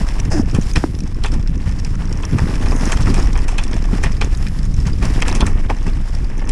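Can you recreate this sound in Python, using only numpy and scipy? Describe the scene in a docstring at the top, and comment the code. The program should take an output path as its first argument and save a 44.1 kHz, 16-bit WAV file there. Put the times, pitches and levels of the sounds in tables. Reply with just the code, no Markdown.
"""On a forest trail, a mountain bike runs fast, heard from a small camera on the rider's chest.
The tyres drum on the soil, crunch gravel and crush leaves: showers of random clicks shaped by filters.
Chain and frame clack over stones and grit ticks: short bursts of noise that set off ringing filters.
A thin hiss, as of brake pads, is filtered noise; the camera mount is bumped (sinking tones) and rubs
(a groan and a scuff). Wind buffets the camera's port: deep noise that swells and fades."""
import sys
import numpy as np
from scipy import signal
from scipy.fft import rfft, irfft, next_fast_len
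from scipy.io import wavfile
from scipy.ndimage import uniform_filter1d

SR = 44100
rng = np.random.default_rng(int(sys.argv[2]) if len(sys.argv) > 2 else 0)


def unload_audio(sound):
    """Save the sound as a 16-bit wav file, at the path given as the first command line argument."""
    columns = np.transpose(np.atleast_2d(sound))
    # keep every value between -1 and 1, then stretch to whole-number steps
    steps = np.round(np.clip(columns, -1, 1) * 32767)
    wavfile.write(sys.argv[1], SR, steps.astype(np.int16))


N = 287091
TIME = np.arange(N) / SR  # seconds

# Levels marked "base" get a further trim or random sway in the function that uses them.
# In all spectra only the shape counts: each sound is scaled to a level afterwards.

# The tyres drum on the soil: t/s, base thud level/dB, base frame judder level/dB
DRUM_LEVELS = [(0.0, -38, -34), (0.31, -24, -32.5), (1.68, -29.5, -35.5), (2.01, -24, -35.5),
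               (2.48, -24, -26.5), (3.19, -23.5, -27), (3.57, -31.5, -32.5), (4.0, -28, -33),
               (4.66, -22.5, -37.5), (5.35, -26.5, -25.5), (6.07, -30.5, -39.5), (6.51, -29.5, -30)]
# A wheel rides over a root or ridge:
# t/s at full load, thud level/dB, frame judder level/dB, crunch level/dB, release/s
ROOT_HITS = [(0.012, -13.5, -28, -45, 0.017), (0.27, -21, -38, -50, .025), (0.544, -12.5, -24, -38, 0.023),
             (0.774, -16, -20.5, -28, 0.012), (1.337, -26, -22, -33, 0.026), (1.39, -16.5, -46, -67, 0.02),
             (1.505, -16, -35, -60, 0.029), (1.564, -20.5, -27.5, -62, .025),
             (1.674, -14.5, -40, -36.5, 0.041), (2.01, -28, -40, -36, 0.035), (2.114, -26, -30, -40, .03),
             (2.344, -13.5, -22, -39, 0.054), (2.439, -9.5, -26, -38, 0.0073),
             (2.83, -35, -20, -28.5, 0.027), (2.99, -13, -35, -54, 0.057), (3.089, -14, -17, -41, 0.043),
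             (3.182, -23, -31, -29, 0.08), (3.751, -18, -18.5, -57, 0.014), (3.932, -18, -21.5, -34, 0.033),
             (4.05, -18, -41, -30.5, 0.04), (4.235, -15.5, -23.5, -35, .025), (4.79, -14.5, -35, -42, .03),
             (4.866, -17, -39, -35, 0.055), (5.037, -17.5, -26.5, -28.5, 0.063),
             (5.433, -14, -18.5, -48, 0.027), (5.71, -19, -23.5, -32.5, 0.0067),
             (5.875, -20, -25.5, -33.5, .03), (5.961, -22, -30, -39, 0.03), (6.14, -24, -48, -41, 0.075)]
LOAD_ATTACK_S = 0.017  # the tyre squashes this fast
# Thuds of the tyres: f/Hz, level/dB per Hz
THUD_SPECTRUM = [(35, -13.5), (58, 5), (80, 1), (115, -2.5), (160, -5.5), (200, -8.5), (280, -26),
                 (500, -36.5), (1000, -66)]
# Judder of the frame: f/Hz, level/dB per Hz
JUDDER_SPECTRUM = [(120, -13.5), (195, 4.5), (280, 4), (340, -2.5), (420, -6.5), (550, -16.5), (1000, -49)]

# The ground under the tyres: t/s, base gravel crunch level/dB, base leaf rustle level/dB
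GROUND_LEVELS = [(0.0, -35.5, -38.5), (0.34, -40.5, -51), (0.74, -46, -41), (1.09, -45.5, -49),
                 (1.45, -45, -52.5), (1.9, -45.5, -48), (2.06, -42.5, -50.5), (2.41, -38.5, -45.5),
                 (2.99, -34.5, -38.5), (3.66, -39.5, -47.5), (3.9, -39, -45.5), (4.62, -44, -46),
                 (4.91, -55, -44.5), (5.28, -30.5, -42.5), (5.53, -37, -49), (5.67, -43, -51.5),
                 (6.15, -45.5, -47), (6.51, -36.5, -52.5)]
# Gravel crunch: f/Hz, level/dB per Hz
GRAVEL_SPECTRUM = [(250, -19.5), (450, 8.5), (850, 5.5), (1150, 6.5), (1430, -1.5), (1780, 4.5), (2050, 2),
                   (2420, -3), (3000, -4.5), (4100, -50), (7000, -61.5)]
# Leaf rustle: f/Hz, level/dB per Hz
LEAF_SPECTRUM = [(1500, 6), (3000, 1), (4300, -1), (5300, 6.5), (6200, -2), (7000, -1), (9000, -4.5),
                 (10700, -9.5), (11900, -10), (13300, -3), (15000, -16)]
GRAVEL_PER_S, LEAVES_PER_S = 1500, 1900  # grains under the tyres

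# The tyres slide through deep leaves: t/s, swish level/dB
SWISH_LEVELS = [(2.5, -73), (2.62, -40), (2.78, -33), (2.87, -35), (2.94, -34), (3.0, -57)]
# Sliding leaves: f/Hz, level/dB per Hz
SLIDING_SPECTRUM = [(2000, 15), (4000, -27), (5200, 2), (6300, 10.5), (7600, -2), (10600, 2), (12000, -7),
                    (13400, -3), (15000, -6)]

# Chain and frame clack over stones: t/s, base clack level/dB, clack centre f/Hz,
# base hollow knock level/dB, base bright edge level/dB, rattle time to fall by 60 dB/s
STONE_CLACKS = [(0.5474, -27.5, 2520, -26.5, -28.5, 0.12), (0.759, -13.5, 2400, -20.5, -26, 0.038),
                (1.238, -22.5, 3700, -28.5, -27, 0.044), (1.247, -20.5, 1500, -19, -37, 0.07),
                (1.26, -26, 3100, -31, -28.5, 0.099), (1.341, -33, 1410, -30, -39, .05),
                (2.2332, -28, 1690, -27.5, -52, 0.049), (2.385, -21.5, 2120, -17.5, -31.5, 0.09),
                (2.4873, -33, 1410, -24.5, -44, .04), (2.66, -27.5, 2980, -23, -35, 0.055),
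                (2.7196, -25, 1970, -17, -41, 0.034), (2.9208, -17, 2190, -17.5, -19, 0.081),
                (3.0708, -22.5, 1890, -18.5, -41, 0.051), (3.1425, -26, 2970, -26, -25, .05),
                (3.3548, -25.5, 1860, -23, -44, 0.032), (3.376, -28, 1850, -26.5, -31, 0.071),
                (3.4815, -26.5, 2370, -24.5, -29, 0.22), (3.582, -19, 2760, -24, -26, 0.1),
                (3.637, -31, 2980, -45, -25.5, 0.035), (3.731, -26, 1670, -25.5, -38, 0.046),
                (4.036, -15, 1920, -18.5, -24.5, 0.076), (4.06, -22, 2270, -28, -48, 0.11),
                (4.2139, -15.5, 2300, -18, -25.5, 0.064), (4.4661, -26.5, 1830, -50, -38, 0.045),
                (4.871, -32.5, 2000, -31, -29.5, 0.045), (5.025, -26, 2080, -26, -38, 0.053),
                (5.221, -13, 2380, -18.5, -21.5, 0.022), (5.2805, -23, 2080, -29, -22, .06),
                (5.351, -26, 2400, -38, -22.5, 0.18), (5.4071, -17.5, 3700, -21, -22.5, 0.033),
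                (5.4234, -27, 1410, -14, -52, 0.043), (5.466, -22.5, 1820, -31, -23.5, 0.12),
                (5.699, -18, 1700, -13, -38.5, 0.075), (6.4926, -30, 2750, -41, -24.5, 0.013)]
# Each clack is a light graze, a bright touch, a hollow main blow and a rebound:
# t/s from the row's time, then steps on the clack level/dB, knock level/dB, edge level/dB
CONTACT_STEPS = [(-.004, -12, -9, -10.5), (-.0005, -0.5, -4.5, 0.5), (.006, -5.5, -1.5, -10.5),
                 (0.0129, -18, -12.5, -15)]
# What the frame and chain ring with: f/Hz, width/Hz, base level/dB
FRAME_MODES = [(394, 70, 6), (626, 280, -0.5), (850, 740, 5), (925, 120, 16.5), (1022, 160, -3),
               (1770, 220, 16), (2400, 250, 13), (2630, 140, 16.5), (3180, 96, 8), (3450, 34, 14.5),
               (4080, 150, 0), (5300, 420, 14), (6340, 420, 7), (7100, 100, -22), (7540, 160, 7),
               (9520, 100, 5.5)]

# The larger bits of grit and twig flicked against the bike: t/s, peak level/dB, ring f/Hz
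LARGE_TICKS = [(0.1998, -22.5, 6000), (0.623, -32, 5900), (1.0043, -29, 5400), (1.3192, -31, 5380),
               (1.4744, -29.5, 5300), (1.798, -30.5, 5450), (1.848, -25, 5400), (2.0547, -33.5, 5750),
               (2.1268, -25.5, 5430), (2.2516, -23.5, 5630), (2.8546, -22, 6300), (3.033, -30, 5240),
               (3.0924, -32, 5440), (3.2266, -25, 5300), (3.679, -31, 5530), (3.7416, -32, 5500),
               (4.2453, -28, 6200), (4.349, -31.5, 5040), (4.643, -36, 5400), (4.802, -31.5, 5300),
               (5.053, -24, 5400), (5.137, -37, 5360), (5.314, -26.5, 3900), (6.15, -28.5, 5400)]
# Finer grit flies at random
GRIT_PER_S, GRIT_OVER_LEAVES_DB, GRIT_SPREAD_DB = 13, 12, 1
GRIT_HZ, GRIT_SPREAD_OCTAVES = 5400, 0.14

# A thin high hiss comes and goes, as of brake pads brushing the discs: start t/s, end t/s, level/dB
BRAKE_BRUSHES = [(0.0, 0.456, -57), (0.55, 1.022, -53.5), (2.244, 2.603, -53), (4.33, 4.597, -52),
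                 (5.007, 5.5, -53)]
BRUSH_FADE_S = 0.018
# The hiss of the discs: f/Hz, level/dB per Hz
DISC_SPECTRUM = [(9000, -18), (10400, -6), (11100, -2), (12000, -15), (12700, -9), (13400, 0), (14500, -24)]

# Dull bumps on the camera mount:
# t/s, peak level/dB of the swell, starting f/Hz, final f/Hz, swell/s, peak click level/dB
MOUNT_BUMPS = [(0.395, -3, 307, 239, 0.0042, -19), (0.5854, 0.5, 295, 131, 0.0028, -42),
               (0.774, 0, 168, 70.4, 0.002, -28), (0.8386, -7, 438, 280, 0.0042, -7.5),
               (2.327, -8, 177, 117.5, 0.0084, -38)]
# The mount rubs and groans: t/s, base pitch f/Hz, groan level/dB, scuff level/dB
MOUNT_RUB = [(0.303, 460, -62, -40), (0.32, 492, -50, -20.5), (0.35, 333, -14.5, -29.5),
             (0.39, 271, -19, -27.5), (0.42, 260, -49, -36)]
# Scuff of the cloth: f/Hz, level/dB per Hz
SCUFF_SPECTRUM = [(300, 1), (680, 6), (1050, -4), (1350, -9), (1620, 1), (2200, -13), (2550, -10),
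                  (3100, -19), (4300, -20), (5100, -1.5), (6200, -9), (8300, -16.5), (10700, -23),
                  (12000, -26)]

# Air on the port: t/s, base buffeting level/dB
WIND_LEVELS = [(0.0, -6), (0.05, -14), (0.82, -13.5), (0.85, -23.5), (1.43, -10.5), (1.58, -17.5),
               (2.45, -17.5), (2.65, -11.5), (2.83, -12.5), (3.24, -10.5), (4.42, -13.5), (4.48, -19.5),
               (4.68, -13), (5.02, -13.5), (5.06, -11), (5.58, -10), (5.69, -14), (6.51, -12.5)]
# Buffeting of the wind: f/Hz, level/dB per Hz
WIND_SPECTRUM = [(12, -5.5), (20, 1.5), (28, 7.5), (40, -6.5), (55, -6), (70, -19.5), (100, -15),
                 (200, -51), (600, -77.5)]

CUTOFF_HZ = 15000  # nearly nothing is left above this


def from_db(db):
    """Turn decibels into a gain."""
    return 10 ** (np.asarray(db) / 20)


def rms_one(x):
    """Scale a sound to an average power of one."""
    return x / np.sqrt(np.mean(x ** 2) + 1e-20)


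def in_time(rows):
    """Draw straight lines between the rows, giving each column a value at every sample."""
    s, *columns = np.transpose(rows)
    return [np.interp(TIME, s, column) for column in columns]


def butter(x, hz, kind, order=2):
    """Keep the lows, the highs or a band, using no future samples."""
    safe_hz = np.clip(hz, 10, .45 * SR)
    sos = signal.butter(order, safe_hz, kind, fs=SR, output="sos")
    return signal.sosfilt(sos, x + 1e-18)


def colour(x, spectrum):
    """Filter a sound along a spectrum without any pre-echo (minimum phase)."""
    size = 2 * next_fast_len(len(x) // 2 + SR // 4)
    hz, db = np.transpose(spectrum)
    grid = np.maximum(np.arange(size // 2 + 1) * SR / size, 1)
    wanted_db = np.interp(np.log(grid), np.log(hz), db)
    # folding the cepstrum forward in time makes the filter causal
    cepstrum = irfft(np.log(from_db(wanted_db)))
    cepstrum[1:size // 2] *= 2
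    cepstrum[size // 2 + 1:] = 0
    response = np.exp(rfft(cepstrum))
    return irfft(rfft(x, size) * response)[:len(x)]


def drift(rate):
    """Wander at random around zero with spread 1; rate is the filter's corner in Hz."""
    # made at every 40th sample, then joined by straight lines
    r = np.exp(-80 * np.pi * rate / SR)
    noise = rng.standard_normal(N // 40 + 2002)
    slow = signal.lfilter([1], [1, -2 * r, r * r], noise)[2000:]
    return np.interp(np.arange(N) / 40, np.arange(len(slow)), rms_one(slow))


def steady(x, span_s):
    """Even out the power to one over every stretch of this length; faster detail stays."""
    power = uniform_filter1d(x ** 2, max(int(span_s * SR), 2))
    return x / np.sqrt(np.maximum(power, 1e-12))


def add(out, s, sound):
    """Mix a sound in at a time in seconds."""
    at = max(int(s * SR), 0)
    out[at:at + len(sound)] += sound[:max(N - at, 0)]


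def at_peak(x, db):
    """Scale each blow so that its loudest two milliseconds have this level."""
    power = uniform_filter1d(x ** 2, SR // 500)
    return x * from_db(db) / np.sqrt(power.max(axis=-1, keepdims=True) + 1e-20)


def grains(per_s, spread_db):
    """Scatter clicks of random size and sign; spread_db sets how far the sizes vary."""
    sizes = from_db(spread_db * np.minimum(rng.exponential(1, N), 5))
    signs = rng.choice([-1, 1], N)
    happens = rng.random(N) < per_s / SR
    return rms_one(sizes * signs * happens)


def root_loads():
    """Each root squashes the tyre quickly and lets it go slowly; gains of thud, judder and crunch."""
    out = np.zeros((3, N))
    t = TIME[:SR // 2] - TIME[SR // 20]  # starts 0.05 s before full load
    for s, thud_db, judder_db, crunch_db, release_s in ROOT_HITS:
        age = t[s + t >= 0]
        load = np.exp(-np.where(age < 0, (age / LOAD_ATTACK_S) ** 2, age / release_s))
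        for gain, db in zip(out, (thud_db, judder_db, crunch_db)):
            add(gain, s + age[0], from_db(db) * load)
    return out


def drumming(root_thud, root_judder, jolt_db=2.5, thud_gain_db=1.5, judder_gain_db=-1.0):
    """Knobs, pebbles and roots thud through the tyres and make the frame judder."""
    thud_db, judder_db = in_time(DRUM_LEVELS)
    thuds = steady(colour(grains(per_s=370, spread_db=2.0), THUD_SPECTRUM), span_s=0.0594)
    judder = steady(colour(grains(per_s=270, spread_db=3.5), JUDDER_SPECTRUM), span_s=0.09)
    shake_db = jolt_db * drift(rate=55)
    # hypot adds the powers of the soil and the roots
    thud_gain = np.hypot(from_db(thud_db + thud_gain_db + shake_db), root_thud)
    judder_gain = np.hypot(from_db(judder_db + judder_gain_db + shake_db), root_judder)
    return thud_gain * thuds + judder_gain * judder


def tyres(root_crunch, gravel_gain_db=0.5, leaf_gain_db=2.0, root_leaf_db=-5, gravel_jolt_db=2.2,
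          leaf_jolt_db=3.0, clump_db=-2.0, chatter_db=-8, snap_db=-2.5):
    """The tyres grind gravel in clumps and crush leaves; roots and small jolts press both harder."""
    gravel_db, leaf_db = in_time(GROUND_LEVELS)
    jolt = drift(rate=22)
    gravel_grains = grains(GRAVEL_PER_S, spread_db=3.0) + .5 * rng.standard_normal(N)
    gravel = rms_one(colour(gravel_grains, GRAVEL_SPECTRUM))
    leaf_grains = grains(LEAVES_PER_S, spread_db=3.0) + 0.98 * rng.standard_normal(N)
    leaves = steady(colour(leaf_grains, LEAF_SPECTRUM), span_s=.12)
    # the chain and cables chatter, carried by the same shaking as the gravel
    chatter = rms_one(frame(grains(per_s=280, spread_db=5.5), np.zeros(len(FRAME_MODES))))
    crackle = from_db(snap_db) * snaps()
    clumps = from_db(clump_db * drift(rate=23))
    crunch = steady(clumps * gravel + from_db(chatter_db) * chatter + crackle, span_s=.12)
    crunch_gain = np.hypot(from_db(gravel_db + gravel_gain_db + gravel_jolt_db * jolt), root_crunch)
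    leaf_gain = np.hypot(from_db(leaf_db + leaf_gain_db + leaf_jolt_db * jolt),
                         from_db(root_leaf_db) * root_crunch)
    return crunch_gain * crunch + leaf_gain * leaves


def snaps(per_s=170, spread_db=1.4, width=0.16, low_hz=700, high_hz=3300):
    """Twigs and pebbles give way one by one, each with a short ring at one of 14 pitches."""
    sizes = from_db(spread_db * np.minimum(rng.exponential(1, N), 3))
    clicks = sizes * (rng.random(N) < per_s / SR)
    pitches = np.geomspace(low_hz, high_hz, 14)
    dealt = rng.integers(0, len(pitches), N)
    rings = 0
    for k, hz in enumerate(pitches):
        band = [hz / (1 + width), hz * (1 + width)]
        rings = rings + butter(clicks * (dealt == k), band, "band") / hz
    return rms_one(rings)


def swish():
    """Sliding leaves crackle so densely that they merge into a bright hiss."""
    level_db, = in_time(SWISH_LEVELS)
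    return from_db(level_db) * rms_one(colour(grains(per_s=15000, spread_db=4.5), SLIDING_SPECTRUM))


def clacks(clack_gain_db=-0.1, knock_gain_db=-.5, edge_gain_db=-0.4):
    """Every stone sets off the same quick run of contacts between chain and frame."""
    out = np.zeros(N)
    after_s, clack_step_db, knock_step_db, edge_step_db = np.transpose(CONTACT_STEPS)[:, :, None]
    for s, clack_db, clack_hz, knock_db, edge_db, rattle_t60 in STONE_CLACKS:
        rings = np.array([clack(rattle_t60) for _ in CONTACT_STEPS])
        # split the ringing into a middle clack, a hollow knock and a bright edge
        centred = butter(rings, [clack_hz / 1.35, clack_hz * 1.35], "band", order=1)
        middle = butter(centred, [1300, 4700], "band")
        knock = butter(rings, [320, 1250], "band", order=3)
        edge = butter(rings, [4900, 10000], "band", order=3)
        blows = (at_peak(middle, clack_db + clack_step_db + clack_gain_db)
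                 + at_peak(knock, knock_db + knock_step_db + knock_gain_db)
                 + at_peak(edge, edge_db + edge_step_db + edge_gain_db))
        for delay_s, blow in zip(after_s[:, 0], blows):
            add(out, s + delay_s, blow)
    return out


def clack(rattle_t60, crack_s=0.0023, rattle_db=-12, rattle_per_s=900, contact_db=0.5):
    """A gritty contact cracks and sets the frame ringing, then the chain rattles out in smaller touches."""
    t = TIME[:SR // 10]
    crack = rng.standard_normal(len(t)) * (t / crack_s) ** 2 * np.exp(4 - 4 * t / crack_s) / 2
    touches = rms_one(rng.standard_normal(len(t)) * (rng.random(len(t)) < rattle_per_s / SR))
    force = crack + touches * from_db(rattle_db - 60 * t / rattle_t60)
    # the contact itself is heard beside the ringing it starts
    return rms_one(frame(force, strike_point())) + from_db(contact_db) * rms_one(force)


def frame(force, shares_db):
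    """The bike's resonances ring side by side, each with its share of the blow."""
    out = 0
    for k, (hz, width_hz, db) in enumerate(FRAME_MODES):
        r = np.exp(-np.pi * width_hz / SR)  # the wider the resonance, the sooner it dies
        top = np.array([1, 0, -1]) * (1 - r * r) / 2
        bottom = [1, -2 * r * np.cos(2 * np.pi * hz / SR), r * r]
        mode = signal.lfilter(top, bottom, force + 1e-18)
        out = out + (-1) ** k * from_db(db + shares_db[k]) * mode
    return out


def strike_point():
    """Each place on the bike favours other resonances: random shares in dB."""
    return 2.5 * rng.standard_normal(len(FRAME_MODES))


def ticks(ring_s=0.0021, body_db=-7, tail_db=-24, tail_t60=0.031):
    """Small hard things ping for a few milliseconds and faintly stir the frame."""
    out, t = np.zeros(N), TIME[:SR // 30]
    for s, db, hz in LARGE_TICKS + fine_grit():
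        fading = np.exp(-t / ring_s) + from_db(tail_db - 60 * t / tail_t60)
        force = rng.standard_normal(len(t)) * fading
        ping = rms_one(butter(force, [hz * 0.96, hz * 1.05], "band", order=1))
        body = rms_one(butter(frame(force, strike_point()), 1500, "high"))
        add(out, s, at_peak(ping + from_db(body_db) * body, db))
    return out


def fine_grit(count=140):
    """Random small ticks, louder where the leaves rustle more: rows of t/s, peak level/dB, ring f/Hz."""
    times = np.cumsum(rng.exponential(1 / GRIT_PER_S, count))
    trail_s, _, leaf_db = np.transpose(GROUND_LEVELS)
    spread_db = GRIT_SPREAD_DB * rng.standard_normal(count)
    db = np.interp(times, trail_s, leaf_db) + GRIT_OVER_LEAVES_DB + spread_db
    hz = GRIT_HZ * 2 ** (GRIT_SPREAD_OCTAVES * rng.standard_normal(count))
    return [row for row in zip(times, db, hz) if row[0] < TIME[-1]]


def brakes():
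    """A high hiss, as of pads brushing the discs; each brush fades in, holds and fades out."""
    level = np.zeros(N)
    for start, end, db in BRAKE_BRUSHES:
        to_nearest_end = np.minimum(TIME - start, end - TIME)
        level += from_db(db) * np.clip(to_nearest_end / BRUSH_FADE_S, 0, 1)
    return level * rms_one(colour(rng.standard_normal(N), DISC_SPECTRUM))


def bumps(sag_s=0.0025):
    """A blow on the mount starts with a click, then swells and dies within a few cycles, sinking in pitch."""
    out, t = np.zeros(N), TIME[:SR // 10]
    click = butter(t * np.exp(-t / .0004), [650, 2100], "band", order=4)
    click = click / np.abs(click).max()
    for s, db, start_hz, end_hz, swell_s, click_db in MOUNT_BUMPS:
        hz = end_hz + (start_hz - end_hz) * np.exp(-t / sag_s)
        phase = 2 * np.pi * np.cumsum(hz) / SR
        age = t / swell_s
        swing = age ** 2 * np.exp(2 - 2 * age) * np.sin(phase)  # fullest at swell_s
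        add(out, s, from_db(db) * swing + from_db(click_db) * click)
    return out


def rub(waver=.04):
    """Cloth drags on the mount: a stick-slip groan, mostly falling in pitch, under a scuff."""
    hz, groan_db, scuff_db = in_time(MOUNT_RUB)
    phase = 2 * np.pi * np.cumsum(hz * (1 + waver * drift(rate=106))) / SR
    groan = np.sin(phase) + 0.15 * np.sin(2 * phase)
    scuff = rms_one(colour(grains(per_s=4000, spread_db=-1.5), SCUFF_SPECTRUM))
    rubbing = (TIME > MOUNT_RUB[0][0]) * (TIME < MOUNT_RUB[-1][0])
    return (from_db(groan_db) * groan + from_db(scuff_db) * scuff) * rubbing


def wind(gain_db=-1.0, gust_db=1.0):
    """Eddies break on the port as slow lumps of pressure."""
    level_db, = in_time(WIND_LEVELS)
    eddies = butter(colour(rng.standard_normal(N), WIND_SPECTRUM), 9.8, "high")
    gusts_db = gust_db * drift(rate=2.7)
    return from_db(level_db + gain_db + gusts_db) * steady(eddies, span_s=0.0725)


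def scene():
    """Mix all the sounds, close and dry, with no echo."""
    root_thud, root_judder, root_crunch = root_loads()
    rolling = wind() + drumming(root_thud, root_judder) + tyres(root_crunch) + swish() + brakes()
    return (rolling + bumps() + rub() + clacks() + ticks())[None]


def record(dry):
    """The highest peaks are rounded, the camera's housing dulls the treble, and the very top is cut."""
    rounded = dry[0] / (1 + (np.abs(dry[0]) / .95) ** 10) ** (1 / 10)  # stays within 0.95
    housed = colour(rounded, [(10600, 0), (11800, -13), (15000, -15)])  # f/Hz, level/dB
    cut = signal.ellip(10, .1, 80, CUTOFF_HZ, fs=SR, output="sos")
    return signal.sosfilt(cut, housed)[None]


dry = scene()
out = record(dry)
unload_audio(out)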